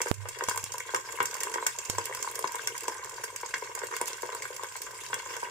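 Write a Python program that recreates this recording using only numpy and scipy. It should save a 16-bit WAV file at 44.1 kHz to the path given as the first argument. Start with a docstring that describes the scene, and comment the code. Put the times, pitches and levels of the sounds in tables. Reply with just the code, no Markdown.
"""In a small kitchen, chilies, onion and meat fry in a wok under a glass lid, a phone held just above it.
Bursting steam bubbles plop and excite the cavity modes under the lid; water drops flash to steam in
the hot oil and snap. Countless smaller bursts superpose into a fine crackle and hiss. A few spatters
knock on the right microphone port and set it booming, and the kitchen hums faintly."""
import sys
import numpy as np
from scipy import signal
from scipy.fft import rfft, irfft
from scipy.io import wavfile

SR = 44100
rng = np.random.default_rng(int(sys.argv[2]) if len(sys.argv) > 2 else 0)


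def transcribe(signal):
    """Save signal, clipped to [-1, 1], as a 16-bit WAV file at the path in sys.argv[1]."""
    frames = np.atleast_2d(signal).T
    limited = np.clip(frames, -1, 1)
    pcm = np.round(limited * 32767).astype(np.int16)
    wavfile.write(sys.argv[1], SR, pcm)


N = 242858

# spectral envelope of the frying oil: (frequency [Hz], gain [dB])
OIL_SPECTRUM = [(100, -25.5), (250, -12), (600, -10), (2500, -1.5), (4100, -11), (5450, -7), (6400, -4.5),
                (7350, 2), (8400, -6), (11200, -14.5), (15100, -13), (16000, -30)]
SIZE = 8192  # samples in one burst
TIME, AGE = np.arange(N) / SR, np.arange(SIZE) / SR
FREQ = np.maximum(np.arange(SIZE // 2 + 1) * SR / SIZE, 1)
SIDES = np.array([[1], [-1]])  # left, right
LEAD_S = .002  # from the start of a burst to its main pulse
PLAIN_TREBLE_DB = -11.5  # top treble re middle treble for an ordinary drop


def undb(db):
    """Amplitude ratio of a level in decibels."""
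    return 10 ** (np.asarray(db) / 20)


def unit(x):
    """Normalisation to rms 1."""
    return x / np.sqrt(np.mean(x ** 2))


def scattered(centre, octaves):
    """Log-normal scatter about a centre value."""
    return centre * 2 ** (octaves * rng.standard_normal())


def add(out, onset_s, sound):
    """Superposition of a short sound on the mix."""
    start = max(int(onset_s * SR), 0)
    part = out[..., start:start + sound.shape[-1]]
    part += sound[..., :part.shape[-1]]


def placed(sound, db, pan_db, window_s=.007):
    """Panning by level difference: sets the rms of a burst's opening at each port."""
    rms = np.sqrt(np.mean(sound[:, :int(window_s * SR)] ** 2, axis=1, keepdims=True))
    return sound / rms * undb(db + pan_db * SIDES / 2)


def colour(points):
    """Minimum-phase response through (frequency [Hz], gain [dB]) points."""
    hz, db = np.transpose(points)
    cepstrum = irfft(np.log(undb(np.interp(np.log(FREQ), np.log(hz), db))))
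    cepstrum[1:SIZE // 2] *= 2
    cepstrum[SIZE // 2 + 1:] = 0
    return np.exp(rfft(cepstrum))


def tilt(step_db, pivot_hz, octaves):
    """Shelving response: a smooth step in level about pivot_hz."""
    return undb(step_db * np.tanh(np.log2(FREQ / pivot_hz) / octaves) / 2)


def resonance(hz, width_hz, freq=FREQ):
    """Response of a damped oscillator, gain 1 at its centre."""
    return 1 / (1 + 1j * (freq ** 2 - hz ** 2) / (freq * width_hz))


def pulse(delay_s, lag_s=0.00022):
    """Spectrum of the impulse of a tearing film, with a random arrival-time difference between ports."""
    arrival = delay_s + lag_s * rng.standard_normal() * SIDES / 2
    return np.exp(-2j * np.pi * FREQ * arrival)


def burst(rise_s, decay_s, coherent_hz):
    """Spectrum of a decaying noise puff; the ports lose coherence above coherent_hz."""
    envelope = (1 - np.exp(-AGE / rise_s)) * np.exp(-AGE / decay_s)
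    mid, side = rfft(rng.standard_normal((2, SIZE)) * envelope / np.linalg.norm(envelope))
    coherence = 1 / (1 + (FREQ / coherent_hz) ** 2)
    return mid * np.sqrt((1 + coherence) / 2) + side * np.sqrt((1 - coherence) / 2) * SIDES


def hum(side_db=-10):
    """Narrow-band noise: a faint, wavering drone, nearly the same at both ports."""
    # bands of the kitchen hum: (frequency [Hz], bandwidth [Hz], level [dB])
    bands = [(123.3, 10.2, -70), (105.4, 15, -71), (46.3, 100, -71.5)]
    freq = np.maximum(np.arange(N // 2 + 1) * SR / N, 1)
    out = 0
    for hz, width, db in bands:
        noise = rfft(rng.standard_normal((2, N)))
        mid, side = irfft(noise * resonance(hz, width, freq) ** 2, N)
        out = out + undb(db) * (unit(mid) + undb(side_db) * unit(side) * SIDES)
    return out


def kitchen(tail_db=-9):
    """Direct sound plus short reverberation from the walls, different for each spot in the pan."""
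    walls = colour([(150, 7.5), (400, 2.5), (6000, 5.5), (14000, 2.5)])
    return 1 + undb(tail_db) * walls * burst(rise_s=0.003, decay_s=0.026, coherent_hz=910)


def lid_reflections(loss_db=-11, detune=0.0044, round_trip_hz=544.8, fade_hz=9300):
    """Comb filtering by round trips between lid and pan; the food scatters the top treble."""
    spacing_hz = round_trip_hz * (1 + detune * rng.standard_normal())
    reflected = undb(loss_db) / (1 + (FREQ / fade_hz) ** 6)
    return 1 / (1 - reflected * np.exp(-2j * np.pi * FREQ / spacing_hz))


def cavity(place_db=1.5, port_db=1.46, detune=0.0043):
    """Modal superposition: the position of a burst decides how each mode answers at each port."""
    # low modes between lid and pan: (frequency [Hz], bandwidth [Hz], gain [dB])
    modes = [(396, 65, 2), (453.6, 33, 4), (495, 19, -4), (643, 110, -20), (969.4, 38.5, 0),
             (1028, 72.6, 1), (1152, 30, -9.5), (1558, 183, -1.5), (1892, 194, -5), (2132, 49, 0),
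             (2230, 50, -6.5), (2766, 81, 2.5), (3320, 33, 8.5)]
    out = 0
    for hz, width, db in modes:
        place, port, shift = rng.standard_normal(3)
        gain = undb(db + place_db * place + port_db * port * SIDES)
        out = out + gain * resonance(hz * (1 + detune * shift), width)
    return out


def hiss():
    """Bubbles too fine to tell apart sum to Gaussian noise, coloured by oil and lid; rms 1."""
    brightness = colour([(300, -2), (2000, 5.0), (7000, 6.5), (12000, 6.5)])
    response = irfft(colour(OIL_SPECTRUM) * lid_reflections() * brightness)
    noise = rng.standard_normal((2, N + SIZE - 1))
    return unit(signal.fftconvolve(noise, response[None], mode="valid", axes=1))


def crackle(voice, per_second, spread_db, count=120):
    """Shot noise: a Poisson stream of uneven bursts from many spots in the pan; rms 1."""
    spots = [unit(voice()) for _ in range(count)]
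    onsets = np.flatnonzero(rng.random(N) < per_second / SR)
    sizes = undb(spread_db * np.clip(rng.standard_normal(N), -2, 1.5))
    places = rng.integers(count, size=N)
    out = np.zeros((2, N))
    for i in onsets:
        add(out, i / SR, sizes[i] * spots[places[i]])
    return unit(out)


def fizz(ring_db=17, treble_spread_db=3.0):
    """Bubble resonance: a soft spit rings a tiny bubble in the oil at a pitch set by its size."""
    ring = undb(ring_db) * resonance(scattered(6300, octaves=0.59), width_hz=310)
    spit = burst(rise_s=0.0076, decay_s=scattered(0.0054, octaves=0.83), coherent_hz=1470)
    thin_lows = colour([(200, -10.5), (800, -9.5), (1500, -7)])
    body = colour(OIL_SPECTRUM) * (1 + ring) * lid_reflections() * thin_lows
    treble = tilt(treble_spread_db * rng.standard_normal(), pivot_hz=7500, octaves=0.25)
    return irfft(spit * body * treble * kitchen())


def small_drop(treble_spread_db=5):
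    """Flash boiling of a small drop: a mild snap of random pitch and length."""
    treble_db = PLAIN_TREBLE_DB + treble_spread_db * rng.standard_normal()
    hz, length_s = scattered(5800, octaves=0.68), scattered(.002, octaves=0.586)
    return snap(treble_db, hz, length_s, crack_db=-5)


def small_bubble():
    """Rupture of a small steam bubble: a fairly clean plop whose random size sets its pitch."""
    hz = scattered(1120, octaves=0.7)
    return plop(hz, ragged_db=-9, splash_db=-6.5, blip_db=2.5, lowest_hz=315, breadth=0.61)


def port_knocks(swell_s=0.0013, release_s=0.00047, lead_db=-3, boom_hz=99,
                ring_hz=95, ring_s=0.02, ring_db=3, tail_hz=124, tail_s=0.4, tail_db=-19):
    """Impact excitation of the right port: pressure builds and flips, then a low boom swells and dies."""
    # spatters landing: (time [s], peak level [dB], boom level [dB], boom rise time [s])
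    spatters = [(0.1147, -0.5, -31, 0.093), (0.486, -20, -42.5, 0.097), (0.639, -28.5, -48.5, 0.065),
                (1.899, -16, -36.5, 0.073)]
    out = np.zeros(N)
    edge = AGE[:SIZE // 8]
    ring = undb(ring_db) * np.exp(-TIME / ring_s) * np.sin(2 * np.pi * ring_hz * TIME)
    tail = undb(tail_db) * np.exp(-TIME / tail_s) * np.sin(2 * np.pi * tail_hz * TIME)
    for s, peak_db, boom_db, rise_s in spatters:
        envelope = (TIME / rise_s * np.exp(1 - TIME / rise_s)) ** 6
        boom = envelope * np.sin(2 * np.pi * boom_hz * TIME)
        add(out, s - len(edge) / SR, undb(peak_db + lead_db) * np.exp(-edge[::-1] / swell_s))
        add(out, s, -undb(peak_db) * np.exp(-edge / release_s))
        add(out, s, -undb(boom_db) * (boom + ring + tail))
    return out * np.array([[0], [1]])


def snap(treble_db, hz, length_s, crack_db):
    """Flash boiling: a crack comes through the lid, then stronger off the bowl, amid a pitched spit."""
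    reflected = pulse(LEAD_S, lag_s=.00008)
    direct = undb(-9) * pulse(LEAD_S - 0.001153)
    crack = undb(crack_db) * (reflected + direct)
    spit_onset = pulse(max(LEAD_S - np.log(2) * length_s, 0), lag_s=0)
    spit = undb(-1) * spit_onset * burst(rise_s=length_s, decay_s=length_s, coherent_hz=1720)
    scatter = undb(-10) * burst(rise_s=0.0088, decay_s=0.0063, coherent_hz=800)
    ring = undb(1) * resonance(hz, width_hz=2400)
    body = colour(OIL_SPECTRUM) * (1 + ring) * lid_reflections(loss_db=-5.5, detune=0.016)
    treble = tilt(treble_db - PLAIN_TREBLE_DB, pivot_hz=8550, octaves=0.14)
    presence = colour([(2500, 0.0), (4000, -0.5), (5200, 5.0), (7000, 1)])
    return irfft((crack + spit + scatter) * body * treble * presence * kitchen(tail_db=-14.5))


def water_drops(gain_db=-0.86, ordinary_db=-31, ordinary_s=0.0014):
    """Vapour explosions, the loud snaps; the crack has a greater share in the shorter and weaker ones."""
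    # drops bursting in the oil:
    # (time [s], relative level [dB], top re middle treble [dB], spit pitch [Hz], spit length [s])
    drops = [(0.0174, -23.5, -6, 6970, 0.0024), (0.0842, -34.5, -4, 6400.0, 0.0019),
             (0.142, -39, -4, 6500, 0.0043), (0.2878, -33, -6, 7060, 0.0046),
             (0.3883, -38.5, -5, 6600.0, 0.0027), (0.439, -30.5, -10, 6200, 0.0008),
             (0.4871, -25.5, -8, 6640, 0.0015), (0.4952, -26.5, -3.5, 7100.0, 0.0021),
             (0.56, -36, 2, 8200, 0.0022), (0.576, -27.5, -1, 6800, 0.0017),
             (0.641, -29.0, -1, 7400.0, 0.0007), (0.7213, -32.5, -12, 6300.0, 0.0027),
             (0.7392, -37, -2, 6800.0, 0.0018), (0.7823, -33.0, -2.5, 6600, 0.002),
             (0.8005, -37, -5, 6500.0, 0.0041), (0.9468, -28.5, -5, 5270, 0.002),
             (0.9583, -34, -7, 6700.0, 0.0057), (0.963, -33, -11, 7300.0, 0.0024),
             (1.1242, -36, -1, 7260, 0.0023), (1.2042, -34.5, -12, 5140, 0.0027),
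             (1.2285, -30.5, 2, 8300.0, 0.0019), (1.2565, -26.5, -5, 6200.0, 0.0026),
             (1.3124, -36, -10, 5200.0, 0.0028), (1.3428, -31, -5, 6700.0, 0.0016),
             (1.368, -41, 2, 5800, 0.0018), (1.4053, -29.5, -7, 6750, 0.0025),
             (1.4106, -34.5, -6, 6300.0, 0.0022), (1.4343, -26, -2, 6760, 0.0019),
             (1.4973, -39.5, -10, 7900.0, 0.0033), (1.541, -30.5, -9.5, 5460, 0.0031),
             (1.6673, -19.5, -6.5, 7100, 0.0022), (1.7634, -41.0, -17, 6900.0, 0.0022),
             (1.7874, -29, -12, 7300, 0.0025), (1.8511, -36, -10, 6300.0, 0.0037),
             (1.8991, -25.0, -8.5, 6300.0, 0.0022), (1.9842, -26.5, -12, 7200, 0.0015),
             (2.0564, -29.5, 0, 7250, 0.0017), (2.1496, -33.0, -3, 6450, 0.0017),
             (2.227, -27, -5, 6800, 0.0021), (2.314, -38, 4, 6800.0, 0.0028),
             (2.356, -31.5, -2, 6600.0, 0.0021), (2.3919, -30.5, 4, 8100.0, 0.0018),
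             (2.475, -33, -11, 4800, 0.0032), (2.5212, -37.5, 3, 7400.0, 0.0006),
             (2.5562, -33, -2.5, 7050, 0.0017), (2.6738, -23.5, -6, 5870, 0.0016),
             (2.7797, -33, -6, 7250, 0.0023), (2.8077, -36.5, -3, 6500.0, 0.0015),
             (2.8355, -38.5, 0, 6700.0, 0.0011), (2.8821, -27, -9, 7600, 0.0007),
             (3.0463, -37, -4, 6900.0, 0.002), (3.0956, -38.5, -5, 6850, 0.0031),
             (3.238, -32.5, -0.5, 6540, 0.0071), (3.3622, -31, -5, 7300.0, 0.0022),
             (3.4126, -39, -5, 7400.0, 0.0036), (3.462, -37, -14, 6940, 0.0022),
             (3.5425, -31.5, -17, 4640, 0.0034), (3.581, -40, -8, 7940, 0.0069),
             (3.7521, -31.0, -1.5, 7060, 0.0015), (3.7912, -34.5, -19, 6200.0, 0.002),
             (3.8705, -37, -3, 7000.0, 0.0012), (3.9662, -32, 1, 7440, 0.0014),
             (4.0144, -26.0, -0.5, 8000, 0.0007), (4.058, -36, -3, 6800.0, 0.0014),
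             (4.074, -32.5, -7, 6800.0, 0.004), (4.0806, -31.5, 1, 6900.0, 0.0022),
             (4.132, -36, -15, 5800.0, 0.0008), (4.2215, -36, -5, 6700.0, 0.0027),
             (4.3491, -35, -2, 7900, 0.0022), (4.4223, -35.5, -7, 6600.0, 0.0044),
             (4.5654, -35.5, -4, 5060, 0.0025), (4.6356, -37, -11, 8100, 0.0021),
             (4.7654, -37, -3, 7600.0, 0.0047), (4.8192, -33, 2.5, 7060, 0.0015),
             (5.0643, -38.5, -11, 4130, 0.0024), (5.1425, -28, -4, 6840, 0.001),
             (5.367, -36, -4, 6700.0, 0.0018)]
    out = np.zeros((2, N))
    for s, db, treble_db, hz, length_s in drops:
        crack_db = -4 - 0.52 * (db - ordinary_db) + 4 * np.log2(ordinary_s / length_s)
        sound = snap(treble_db, hz, length_s, crack_db)
        pan_db = -1 + 0.8 * rng.standard_normal()
        add(out, s - LEAD_S, placed(sound, db + gain_db, pan_db))
    return out


def plop(hz, ragged_db, splash_db, blip_db, lowest_hz, breadth=1.0, blip_width_hz=300):
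    """Impulse excitation: a steam bubble swells, tears with a blip, rings the cavity and splashes back."""
    # bubble sound leaking past the lid: (frequency [Hz], gain [dB])
    leak = [(60, 5), (150, -2), (300, -74), (700, -33), (1300, -20.5), (1900, -28.5), (2600, -34.5),
            (6000, -58), (16000, -76)]
    tear = pulse(LEAD_S)
    swell = undb(-10) * pulse(LEAD_S - 0.001316)
    blip = undb(blip_db) * pulse(LEAD_S) * np.exp(-((FREQ - hz) / blip_width_hz) ** 2 / 2)
    ragged = undb(ragged_db) * burst(rise_s=0.00088, decay_s=0.003, coherent_hz=1900)
    splash = undb(splash_db) * burst(rise_s=0.0072, decay_s=0.0081, coherent_hz=1210)
    # the size of the bubble limits the bass, the soft food the treble
    bass_cut = (resonance(lowest_hz, lowest_hz) * FREQ / lowest_hz) ** 2
    bass_cut *= FREQ / (lowest_hz + 1j * FREQ)
    soft_food = colour([(1200, 11), (2250, 8.0), (2600, -1.0), (4000, -3.0), (8000, -12)])
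    body = (cavity() + colour(leak)) * resonance(hz, breadth * hz)
    return irfft((tear + swell + blip + ragged + splash) * body * soft_food * bass_cut * kitchen())


def big_bubbles(ordinary_db=-31, advance_s=.0004):
    """Film rupture, the loud plops: a bigger bubble tears more cleanly and reaches deeper."""
    # steam bubbles bursting under the lid: (time [s], level [dB], pitch [Hz], left minus right [dB])
    bubbles = [(0.0055, -29.5, 1270.0, 0), (0.017, -35.5, 2200, -1), (0.0604, -31, 640, -2),
               (0.0708, -33, 1530, 3), (0.257, -37, 980, 2), (0.349, -45, 1320.0, 10),
               (0.4097, -28.5, 1440, 0), (0.4226, -30.5, 740, 2), (0.4367, -39.0, 1295, -5),
               (0.4866, -26.5, 1240, 2.5), (0.5125, -29.5, 1290.0, 6), (0.5473, -34.5, 1090.0, 2),
               (0.5643, -33, 890.0, 2.0), (0.5776, -33, 1280, 2), (0.7436, -33, 850, 2),
               (0.8048, -33.5, 2180.0, 2.5), (0.8926, -34.0, 1470, 3), (0.9385, -30.5, 680, 0.5),
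               (0.948, -21.5, 1610, 1), (1.09, -39, 1860, 1), (1.1278, -42, 1720, 1.5),
               (1.1744, -40, 1980.0, 2), (1.1881, -35.5, 1140, 9), (1.2045, -19.5, 1440.0, 2),
               (1.2547, -40, 1820.0, 4), (1.352, -36.5, 700.0, -1.0), (1.3687, -39, 1670, 0),
               (1.406, -48, 2240.0, 4), (1.4346, -38, 2360, 0), (1.471, -33, 1200, 1),
               (1.5414, -31, 1970, 0.0), (1.5588, -27.5, 835, 0), (1.5834, -29, 1180, 0),
               (1.6267, -29.5, 980, -1), (1.6656, -25.5, 1600, 4), (1.951, -40, 1120, 0),
               (1.9838, -25, 910, 1), (2.0968, -35.5, 795, -1), (2.1124, -36.0, 760.0, 2),
               (2.127, -35.5, 1850.0, 2.0), (2.1498, -39, 1810, 3.5), (2.175, -39, 1170.0, 1),
               (2.193, -48, 1200.0, 1.5), (2.2463, -34, 1070, -2), (2.2758, -30.0, 1110, 3.0),
               (2.3922, -32.5, 895, 3), (2.4434, -23, 1020, 5), (2.547, -31, 1020, 1),
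               (2.5656, -37.5, 1140.0, 6.5), (2.5948, -33.5, 1450.0, 4.5), (2.6739, -35, 2400, 11),
               (2.7527, -36, 2050.0, -1), (2.8825, -27.0, 820, 1), (2.922, -38, 850, 5),
               (3.016, -48, 1170, 1.5), (3.1829, -38, 790, 6), (3.239, -33.5, 1610, 4),
               (3.4331, -32, 860, 3), (3.5405, -25, 1900, 1.0), (3.6241, -32.5, 810, 4),
               (3.777, -38, 840, 2), (3.8185, -35, 1010, -2), (3.8358, -30.5, 940, 2),
               (3.9142, -36.5, 1290, -3), (3.9256, -34, 1140.0, -3), (3.9392, -33, 1350, 4),
               (3.9663, -39, 1800, 6), (4.0141, -26.5, 850, 1.5), (4.0817, -40, 1380.0, 12),
               (4.2326, -30, 810, 3), (4.2905, -36.5, 700, 4), (4.3304, -35.5, 860.0, -2),
               (4.3506, -34, 970.0, 0), (4.3685, -42, 1180.0, 5), (4.423, -36, 1970, 4),
               (4.4552, -32.5, 1600, -1), (4.5045, -37.5, 440.0, 4), (4.595, -36.5, 950.0, 5),
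               (4.634, -33.5, 720, 6), (4.6444, -36.5, 1710, 2.5), (4.7562, -37.5, 850, 2),
               (4.869, -41, 1000, 7), (5.132, -26.0, 2100, 1.5), (5.2, -37.5, 1470.0, 6),
               (5.2615, -36, 1170.0, 1.5), (5.3386, -39, 1660, 1.0), (5.3672, -35.0, 1060, -2),
               (5.4304, -29, 930, 0.5)]
    out = np.zeros((2, N))
    for s, db, hz, pan_db in bubbles:
        bigger_db = db - ordinary_db
        lowest_hz = 300 * 2 ** (-0.14 * bigger_db)
        sound = plop(hz, ragged_db=-7 - 2 * bigger_db, splash_db=-10, blip_db=3, lowest_hz=lowest_hz)
        add(out, s - LEAD_S - advance_s, placed(sound, db, pan_db))
    return out


def scene():
    """Superposition: loud bursts over the hum and over bubbling and sizzle that rise and fall."""
    # level of the bubbling and sizzle, which sinks briefly after the first knock:
    # (time [s], bubbling gain [dB], sizzle gain [dB])
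    frying_levels = [(0, -64, -45), (.1, -40.5, -46), (.14, -57.5, -58.5), (.34, -42, -53), (.53, -48, -45),
                     (.82, -49, -52), (1.1, -42.5, -47.5), (1.43, -41.5, -46.5), (1.72, -47, -48.5),
                     (2.3, -44, -46.5), (2.85, -44, -49), (3.1, -44, -50.5), (3.35, -47.5, -49),
                     (3.6, -44.5, -49.5), (4.19, -44, -46.5), (4.59, -47, -50.5), (4.9, -48.5, -48.5),
                     (5.51, -43, -48)]
    times, bubbling_db, sizzle_db = np.transpose(frying_levels)
    bubbling = undb(0.2) * crackle(small_bubble, per_second=190, spread_db=3.5)
    sizzle = undb(1.85) * crackle(fizz, per_second=300, spread_db=10.0)
    sizzle += undb(-3) * hiss()
    sizzle += undb(-3.5) * crackle(small_drop, per_second=33, spread_db=-1.5, count=60)
    bubbling *= undb(np.interp(TIME, times, bubbling_db))
    sizzle *= undb(np.interp(TIME, times, sizzle_db))
    return big_bubbles() + water_drops() + bubbling + sizzle + port_knocks() + hum()


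def record(dry, ceiling=0.34, top_hz=15550):
    """Transduction in the phone: unequal port responses, soft saturation and a low-pass filter."""
    # port imbalance, the left being duller: (frequency [Hz], left minus right [dB])
    imbalance = [(100, 2), (450, 1), (1000, -0.5), (2400, 0.5), (4400, 0), (8100, -2.5), (11500, -9.5),
                 (15000, -8.5)]
    hz, balance_db = np.transpose(imbalance)
    gains = undb(SIDES * balance_db / 2)
    gains_db = 20 * np.log10(gains / np.sqrt(np.mean(gains ** 2, axis=0)))  # constant total power
    ports = np.array([irfft(colour(np.column_stack([hz, db]))) for db in gains_db])
    heard = signal.fftconvolve(dry, ports, axes=1)[:, :N]
    lowpass = signal.ellip(8, .2, 70, top_hz, fs=SR, output="sos")
    return signal.sosfilt(lowpass, ceiling * np.tanh(heard / ceiling))


dry = scene()
out = record(dry)
transcribe(out)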